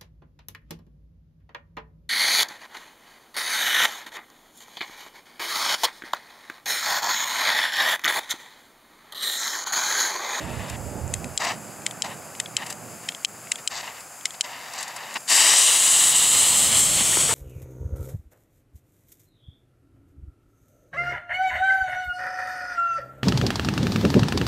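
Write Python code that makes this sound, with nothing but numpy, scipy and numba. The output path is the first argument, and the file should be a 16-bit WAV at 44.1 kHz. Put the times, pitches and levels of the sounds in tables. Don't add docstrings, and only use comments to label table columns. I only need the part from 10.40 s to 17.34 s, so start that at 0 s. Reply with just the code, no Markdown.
import sys
import numpy as np
from scipy import signal
from scipy.fft import rfft, irfft, next_fast_len
from scipy.io import wavfile
from scipy.ndimage import uniform_filter1d, minimum_filter1d, map_coordinates
from numba import njit

SR = 44100
rng = np.random.default_rng(int(sys.argv[2]) if len(sys.argv) > 2 else 0)


def int16_out(signal):
    q = np.round(np.clip(np.atleast_2d(signal).T, -1, 1) * 32767)
    wavfile.write(sys.argv[1], SR, q.astype(np.int16))


def decibels_to_gain(level_db):
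    exponent = np.asarray(level_db, float) / 20
    return 10 ** exponent


N = 306054
TIME = np.arange(N) / SR

# (time [s], level [dB])
WIND = [(0, -38), (.25, -36.5), (.7, -39), (.79, -42), (.86, -36), (.92, -43), (1.0, -43.5), (1.08, -39.5),
        (1.2, -45.5), (1.7, -44), (2.55, -47), (2.6, -50.5), (3.4, -54), (3.7, -58.5), (4.9, -56.5),
        (5.06, -53.5), (5.3, -52), (6.1, -39.5), (6.94, -37)]
# (start [s], hold [s], level [dB], rise [dB/ms], fall [dB/ms])
GUSTS = [
    (-.1, .86, -42, 1.5, .06),
    (5.55, 2.5, -44.5, .026, .1),
    (.58, .06, -35, .5, .3),
    (2.9, 1.0, -71, .05, .03),
]
# (frequency [Hz], level [dB per Hz])
BUFFET = [(12, -61), (20, -26), (76, -3), (123, -1), (201, -2), (277, -5.5), (440, -10), (585, -6.5),
          (900, -12), (1170, -34), (1980, -120)]
# (frequency [Hz], level [dB per Hz])
NIGHT = [(88, -45), (150, -27), (400, -18.5), (569, -12), (652, -10.5), (718, -8), (958, -11.5),
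         (1280, -10), (1640, -13), (4000, -35.5), (5200, -65), (8800, -120)]
# (frequency [Hz], level [dB per Hz])
NOZZLE = [(2500, -7.5), (3300, -17.5), (4100, -19), (4900, -7.5), (5800, -17), (6500, -4), (6950, -5.5),
          (7400, -0.5), (8400, -11), (10000, -8), (11400, -13.5), (12400, -15), (13600, -17.5),
          (15500, -21.5)]
# (start [s], hold [s])
ALIGHT = [
    (3.29, .31),
    (4.03, .66),
]
# (low edge [Hz], high edge [Hz], change [dB])
ALIGHT_BANDS = [(9000, 11300, -4.5), (11400, 12300, 5), (13100, 14400, 6), (14700, 16000, -4)]
# (time [s], peak [dB], thud [Hz], length [s])
STEPS = [(6.451, -31, 1160, 0.008), (6.604, -23, 222, 0.01), (6.725, -27, 1900, .012),
         (6.77, -15.5, 353, 0.0045), (6.831, -29, 1090, 0.0059), (6.888, -22, 470, 0.012),
         (6.906, -21.5, 910, 0.013), (6.923, -26, 439, 0.01)]
# (time [s], peak [dB], body mode [Hz], middle [dB], treble [dB])
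COCKS = [(0.7384, -10.5, 3060, -1, 2), (1.4639, -7.5, 3090, 0, -4), (1.9994, -9, 3050, -1, -3.5),
         (2.6878, -10, 3150, -1.5, -7.5), (3.1176, -5, 2620, 1.5, -2.5), (3.8548, -4.5, 3030, 3.5, -3)]
# (time [s], peak [dB], body mode [Hz], middle [dB], treble [dB])
SNAPS = [(0.9756, 2.5, 3320, 4, 3.5), (1.6203, 1.5, 3190, 3.5, 0.5), (2.1662, 0.2, 3120, 1.2, 0),
         (2.847, 7, 3156, -1.5, -3.5), (3.2745, 3.5, 3130, 1, 0), (4.0082, 2.5, 3095, 2, 0.5)]
# (time [s], peak [dB], body mode [Hz], middle [dB], treble [dB])
TICKS = [(0.6774, -27, 2430, 0, 8), (0.8428, -21, 2390, 0, 0), (1.4194, -31, 2460, -1, 0.5),
         (1.51, -20.5, 3390, -8, 0), (1.95, -29, 2550, 1, -6), (2.0587, -23, 3300, -6, -13),
         (2.7207, -26, 3240, -8, -7), (2.7472, -21, 3150, -1, -2), (3.071, -30.5, 2360, -4, -6),
         (3.1562, -19.5, 3320, -4, -4), (3.8094, -29.5, 3160, -7, -4), (3.906, -22.5, 3280, -4, -3)]
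# (frequency [Hz], level [dB], 60 dB decay [s])
SHELL = [(2150, -5, 0.0086), (2600, -5, 0.0075), (3450, -7, .007), (3840, -15, 0.015), (5200, -7, 0.0053),
         (5170, -14, 0.0092), (6110, -12, 0.015), (7000, -3.5, 0.0048), (7060, 0, 0.0073),
         (7780, 3.5, 0.0055), (8220, -11, 0.0079), (9070, -8, 0.0094), (11960, -23, .008)]
# (frequency [Hz], level [dB], 60 dB decay [s])
STRUCK = [(2550, -15, 0.014), (3975, -4, 0.0074), (4340, -7, 0.0069), (5090, -4, 0.0083),
          (5560, -9, 0.0085), (6400, -7, 0.011), (7300, -2, 0.011), (7750, -3.5, 0.011),
          (8240, -19.5, 0.011), (9700, -17, 0.0098), (11500, -21, 0.0066)]
# (start [s], hold [s], roar [dB], crackle over roar [dB], fall [dB/ms])
FLARES = [(-.02, 0.38, -41, -21, 4), (0.266, .025, -36.5, -12, 1), (0.986, .13, -29, -6, 0.8),
          (1.1, .04, -39, -10, .6), (1.627, 0.041, -34.5, -5, 1.5), (1.66, 0.07, -42, -16, 0.5),
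          (2.17, .065, -38, -20, .9), (2.241, 0.088, -42.5, -10, 1), (2.62, .035, -47.5, -5, .5),
          (3.172, .018, -41.5, 0.5, 1), (3.298, .11, -35.5, -2, .5), (3.416, 0.065, -37.5, -10.5, .18),
          (3.531, .06, -43, -10, 0.5), (3.928, .022, -43, -3, 2), (4.028, .025, -36, -6, .5),
          (4.03, .74, -40.5, -9, 2), (4.325, .05, -38, -6, .1), (4.363, .065, -35, -1.5, .3),
          (4.742, 0.03, -27.5, -10.5, 3), (4.89, .25, -23, -3.5, 4), (5.131, 0.11, -30.5, 0, 2),
          (5.25, 0.088, -45, -7, .5)]
# (time [s], bass change [dB])
FLAME_SIZE = [(.2, 0.5), (1.05, 2.2), (1.65, 3), (2.2, 1.5), (3.35, -2.5), (4.2, -.5), (4.4, -.5),
              (4.76, 1.5), (4.95, -4.5), (5.2, -3.5)]
# (frequency [Hz], level [dB per Hz])
ROAR = [(88, -37), (150, -22.5), (285, -15.5), (420, -14.5), (631, -3.5), (1000, -4), (1540, -7.5),
        (1870, -3.5), (2360, -5.5), (3000, -7), (4480, -16.5), (7860, -30.5), (15500, -34)]
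# (time [s], peak [dB], length [s], treble [dB])
PUFFS = [(0.296, -18.5, 0.0054, 6), (1.017, -19, 0.0052, 4), (1.045, -14, 0.0074, 2),
         (1.068, -22, 0.0046, -2), (1.097, -27, 0.006, 0), (1.105, -18, 0.0062, -2),
         (2.175, -19, 0.0054, -4), (2.216, -27, 0.013, -3), (2.261, -17.5, 0.007, 6),
         (2.297, -20, 0.011, 8.5), (2.324, -16.5, 0.0039, 8.5), (3.408, -29, 0.0045, -2),
         (3.475, -27.5, 0.0052, -9.5), (3.603, -32.5, 0.0072, 15.5), (4.3346, -18, 0.003, 7),
         (4.382, -22, 0.0054, 8), (4.405, -20, 0.0084, 7), (4.4247, -25, 0.0079, 15),
         (4.478, -25, 0.006, 11.5), (4.559, -22, 0.009, 10), (4.633, -27.5, 0.0037, -3),
         (4.739, -29, 0.006, 16), (4.756, -16.5, 0.004, -2), (4.775, -31, 0.0063, 16),
         (4.801, -28, 0.0064, 7)]
# (time [s], level [dB])
FUSE = [
    (4.87, -64),
    (4.88, -37),
    (4.9, -24.5),
    (4.96, -19.5),
    (5.02, -19),
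    (5.43, -20.5),
    (5.75, -20.6),
    (6.25, -21),
    (6.94, -24.3),
]
# (frequency [Hz], level [dB per Hz])
BURN = [(180, -45), (300, -25), (431, -20), (526, -17), (1090, -14.5), (1590, -12.5), (2070, -12.5),
        (2400, -12), (2980, -6.5), (3340, -8.5), (4100, -7.5), (5480, -7.5), (6300, -7.5), (7880, -3.5),
        (11000, -16), (15500, -28.5)]
FUSE_EDGES_HZ = [4400, 6800, 10500]
# (time [s], length [s], change [dB])
CHOKES = [
    (5.74, 0.013, -5.5),
    (5.54, .15, 1),
    (6.31, .04, -1.5),
    (6.56, 0.051, -0.5),
    (6.78, 0.076, 1.5),
    (6.15, .1, 1.1),
    (6.39, .03, 2),
]
# (time [s], share of the ports' difference)
BEARING = [(4.9, 1.2), (5.25, 0.85), (5.7, 0.33), (6.5, 0.32), (6.65, 0.52), (6.94, .85)]
# (time [s], delay [ms], bass share, treble share)
GROUND = [(0, 1.1, .34, .15), (.4, 1.09, .34, .15), (1.05, 1.028, .4, .2), (3.3, 1.072, .4, .2),
          (4.9, 1.058, .42, .15), (5.08, 1.03, .4, .2), (5.3, 1.025, .33, .15), (5.6, 1.022, .33, .06),
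          (5.88, 1.012, .33, .1), (6.0, .988, .3, .22), (6.3, .962, .32, .25), (6.55, .928, .25, .25),
          (6.94, .87, .22, .33)]
# (time [s], delay [ms], share)
WALL = [(4.85, .43, 0), (4.92, .42, .2), (5.08, .36, .15), (5.3, .32, .2), (5.46, .29, .16),
        (5.64, .28, .08), (5.8, .272, .2), (6.2, .27, .2), (6.35, .27, .08), (6.52, .275, .15),
        (6.66, .32, .17), (6.94, .33, .05)]
# (frequency [Hz], left minus right [dB])
PORTS = [(200, -8), (380, -0.5), (700, 0), (1300, 1.5), (2400, 1.5), (4400, 4), (8100, 3), (15000, 2.5)]


def curve(table):
    s, *columns = np.transpose(table)
    return [np.interp(TIME, s, column) for column in columns]


def between(pair, share):
    return pair[0] + (pair[1] - pair[0]) * share


def unit(x):
    return x / np.sqrt(np.mean(x ** 2))


def add(out, s, x):
    i = int(s * SR)
    out[i:i + len(x)] += x[:N - i]


def pan(x, db):
    return x * decibels_to_gain(np.array([1, -1])[:, None] * db / 2)


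def late(x, ms):
    return np.array([map_coordinates(ear, [np.arange(N) - ms * SR / 1000], order=3) for ear in x])


def swell(start, hold, db, rise_db_ms, fall_db_ms):
    ms = (TIME - start) * 1000
    rise = rise_db_ms * ms - 20.5
    fall = fall_db_ms * (hold * 1000 - ms)
    return decibels_to_gain(db + np.minimum(0, np.minimum(rise, fall)))


def noise(apart_db):
    mid, side = rng.standard_normal((2, N))
    return mid + decibels_to_gain(apart_db) * side * np.array([[1], [-1]])


def walk(rate):
    k = int(SR / rate)
    levels = np.repeat(rng.standard_normal(N // k + 1), k)
    return 0.97 * uniform_filter1d(uniform_filter1d(levels, k), k)[:N]


def band(x, lo_hz, hi_hz):
    return signal.sosfilt(signal.butter(3, [lo_hz, hi_hz], "band", fs=SR, output="sos"), x)


def low(x, hz, order=4):
    size = next_fast_len(N)
    ratio = np.arange(size // 2 + 1) * SR / size / hz
    return irfft(rfft(x, size) / (1 + ratio ** (2 * order)), size)[..., :N]


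def colour(x, points, size=2048):
    hz, db = np.transpose(points)
    log_hz = np.log(np.arange(size // 2 + 1) * SR / size + 1)
    cep = irfft(np.interp(log_hz, np.log(hz), db) * np.log(10) / 20)
    cep[1:size // 2] *= 2
    cep[size // 2 + 1:] = 0
    response = irfft(np.exp(rfft(cep)))
    return signal.fftconvolve(np.atleast_2d(x), response[None], axes=1)[:, :np.shape(x)[-1]]


@njit
def resonate(x, hz, width):
    y, b, l = np.empty(len(x)), 0., 0.
    for i in range(len(x)):
        g, k = np.tan(np.pi * hz[i] / SR), width / hz[i]
        v = (b + g * (x[i] - l)) / (1 + g * (g + k))
        b, l, y[i] = 2 * v - b, l + 2 * g * v, k * v
    return y


@njit
def limiter(peak, top, release):
    gain, e = np.empty(len(peak)), 0.
    for i in range(len(peak)):
        e = max(peak[i], e * release)
        gain[i] = min(1., top / (e + 1e-9))
    return gain


def wind():
    calm_db, deep_db, wind_pan_db, deep_pan_db = -68, -17.5, -6.5, -6.5
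    db, = curve(WIND)
    gain = decibels_to_gain(db)
    deep_gain = gain * decibels_to_gain(deep_db) + sum(swell(*gust) for gust in GUSTS)
    eddies = colour(noise(-18), BUFFET)
    flutter = unit(band(eddies, 110, 1600)) * gain * decibels_to_gain(1.8 * walk(22))
    thump = pan(unit(band(eddies, 33, 114)), deep_pan_db) * deep_gain * decibels_to_gain(1.8 * walk(14))
    return pan(flutter + thump, wind_pan_db * np.clip((db - calm_db) / 22, 0, 1))


def night():
    return unit(colour(noise(-18.5), NIGHT)) * decibels_to_gain(-46.5 + 1.2 * walk(2.74))


def gas():
    jet = colour(noise(-20), [(1200, -27)] + NOZZLE)
    hand_ms = between((0.464, 0.494), np.clip(TIME / 4.2, 0, 1) ** 2)
    jet = jet - 0.45 * late(jet - low(jet, 8500), hand_ms)
    jet = unit(jet) * decibels_to_gain(-44.5 + 0.71 * walk(17))
    lit = swell(4.04, 0.64, 0, .2, .2)
    jet = jet - (1 - decibels_to_gain(-2.5)) * lit * low(jet, 12000)
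    alight = sum(swell(s, hold, 0, 1, 1) for s, hold in ALIGHT)
    change = 0
    for lo, hi, db in ALIGHT_BANDS:
        change = change + (decibels_to_gain(db) - 1) * (low(jet, hi, order=8) - low(jet, lo, order=8))
    return jet + alight * change


def steps():
    out, t = np.zeros(N), np.arange(2048) / SR
    for s, db, hz, length in STEPS:
        grit = band(rng.standard_normal(len(t)), 600, 2140)
        thud = np.sin(2 * np.pi * hz * t)
        blow = t / length
        add(out, s, decibels_to_gain(db) * blow * np.exp(1 - 2 * blow) * (thud + 3.1 * grit))
    return out


def ring(hz, db, t60):
    t = np.arange(2048) / SR
    return decibels_to_gain(db) * np.sin(2 * np.pi * hz * t) * decibels_to_gain(-60 * t / t60)


def igniter(events, shell, scatter, body_db, body_t60, contacts, spring_db=-90):
    out, lead = np.zeros(N), 0.005
    onset = 1 - np.exp(-np.arange(2048) / SR / .0002)
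    for s, db, body_hz, middle_db, treble_db in events:
        chance = scatter * rng.standard_normal((len(contacts), len(shell) + 2))
        sound = np.zeros(4096)
        for (lag, hit_db), c in zip(contacts, chance):
            tone = ring(body_hz, body_db, body_t60)
            tone = tone + ring(14300, -23, .004)
            tone = tone + ring(3240, spring_db, .1)
            for (f, mode_db, t60), u in zip(shell, c):
                tilt_db = treble_db if f > 6100 else middle_db if f > 3600 else 0
                tone = tone + ring(f * (1 + 0.043 * u), mode_db + 2.3 * u + tilt_db, t60)
            add(sound, lead + lag + .0002 * c[-1], decibels_to_gain(hit_db + 2 * c[-2]) * tone * onset)
        sound = band(sound, 1660, 17300)
        add(out, s - lead, decibels_to_gain(db) * sound / np.abs(sound).max())
    return out


def cocks():
    scrape = [(-.003, -19), (-.0005, -14), (.0006, 2.5), (.002, -1.5), (.0034, -9), (.007, -22), (.012, -20)]
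    return igniter(COCKS, SHELL, .8, -4, 0.0094, scrape, spring_db=-30)


def snaps():
    bounces = [(.0008, -1.5), (.0027, -19), (.0055, -27), (.0072, -20.5)]
    return decibels_to_gain(1.5) * igniter(SNAPS, STRUCK, 0.53, 0, 0.0089, bounces)


def ticks():
    return igniter(TICKS, SHELL, 0.92, 1, 0.0083, [(.0006, -1), (.002, -7)])


def sputters():
    flow, fizz = np.zeros((2, N))
    for s, db, length, treble_db in PUFFS:
        t = np.arange(2048) / SR / length
        burst = t * np.exp(1 - t ** 2)
        add(flow, s, decibels_to_gain(db - 19.5 - treble_db) * burst)
        add(fizz, s, decibels_to_gain(db - 23.5 + treble_db) * burst)
    return flow, fizz


def flame():
    chance = rng.random((2, N))
    pop_now = chance[0] < 1800 / SR
    pops = pop_now * decibels_to_gain(np.minimum(-3.5 * np.log(chance[1] + 1e-9), 9))
    roar = colour(noise(-18) + 0.84 * unit(pops - pops.mean()), ROAR)
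    roar = unit(roar) * decibels_to_gain(1.2 * walk(70))
    bass_db, = curve(FLAME_SIZE)
    roar = roar + (decibels_to_gain(bass_db) - 1) * low(roar, 1350)
    crackle = unit(band(pops, 2800, 5350) + band(pops, 6200, 7950)) * decibels_to_gain(2.8 * walk(90))
    roaring = [swell(s, hold, db, 1.34, fall) for s, hold, db, _, fall in FLARES]
    crackling = [gain * decibels_to_gain(flare[3]) for gain, flare in zip(roaring, FLARES)]
    flow, fizz = sputters()
    hiss = noise(-22)
    jet = unit(colour(hiss, [(1200, -38)] + NOZZLE))
    hiss = unit(unit(band(hiss, 3500, 10700)) + 2.1 * jet) * decibels_to_gain(2.4 * walk(300))
    return roar * (np.max(roaring, axis=0) + flow) + crackle * np.max(crackling, axis=0) + hiss * fizz


def fuse():
    start, catch = FUSE[0][0], FUSE[2][0]
    settled = 1 - np.exp(-np.maximum(TIME - start, 0) / 0.43)
    roar_db, spit_db, sizzle_db = (between(p, settled) for p in ((-2.5, -6.6), (-2.5, -18), (-8, -9.8)))
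    jet_hz = between((7300, 7950), settled)
    choke_db = sum(db * np.exp(-((TIME - s) / length) ** 2) for s, length, db in CHOKES)
    bearing, = curve(BEARING)
    shade_db = -6.5 * bearing
    burn = colour(noise(-26), BURN)
    a, b, c = (low(burn, hz) for hz in FUSE_EDGES_HZ)
    hiss = c - b + 0.43 * np.array([resonate(ear, jet_hz, 1200.0) for ear in c - b])
    out = unit(hiss) * decibels_to_gain(choke_db + 0.91 * walk(40))
    out += unit(a) * decibels_to_gain(roar_db + .3 * choke_db + 1.3 * walk(40))
    out += unit(b - a) * decibels_to_gain(spit_db + 1.4 * walk(30))
    out += unit(burn - c) * decibels_to_gain(sizzle_db + shade_db + 0.84 * choke_db + 0.75 * walk(40))
    fizz_db = 6 * np.exp(-((TIME - catch) / .2) ** 4)
    out += (decibels_to_gain(fizz_db) - 1) * (out - low(out, 12200))
    effort_db, = curve(FUSE)
    return out * decibels_to_gain(effort_db + 0.66 * walk(25)) * (TIME > start)


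def ground(x):
    ms, bass, treble = curve(GROUND)
    wall_ms, wall = curve(WALL)
    dull = low(x, 6500, order=1)
    floor = late(dull, ms) * bass + late(x - dull, ms) * treble
    return x + pan(floor, -1.5) + pan(wall * late(x, wall_ms), -2.5)


def ports(x):
    hz, db = np.transpose(PORTS)
    size = next_fast_len(N)
    log_hz = np.log(np.arange(size // 2 + 1) * SR / size + 1)
    tilt_db = np.interp(log_hz, np.log(hz), db)
    return irfft(rfft(x, size) * decibels_to_gain(np.array([tilt_db, -tilt_db]) / 2), size)[:, :N]


def scene():
    murmur = pan(night() + gas(), -1.7)
    clicks = cocks() + snaps() + ticks()
    burning = ground(pan(flame(), -0.15) + fuse())
    near = band(burning + clicks + murmur + steps(), 175, 21700)
    bearing, = curve(BEARING)
    return bearing * ports(near) + (1 - bearing) * near + wind()


def low_pass(x):
    return signal.sosfilt(signal.butter(12, 16520, fs=SR, output="sos"), x)


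def record(dry):
    peak = -minimum_filter1d(-np.abs(dry).max(axis=0), size=133)
    gain = limiter(peak, 0.58, np.exp(-1 / (0.02 * SR)))
    gain = uniform_filter1d(gain, size=89)
    top_cut = signal.ellip(10, .2, 50, 15730, fs=SR, output="sos")
    mix = signal.sosfilt(top_cut, dry * gain)
    return low_pass(mix)


dry = scene()
out = record(dry)
int16_out(out)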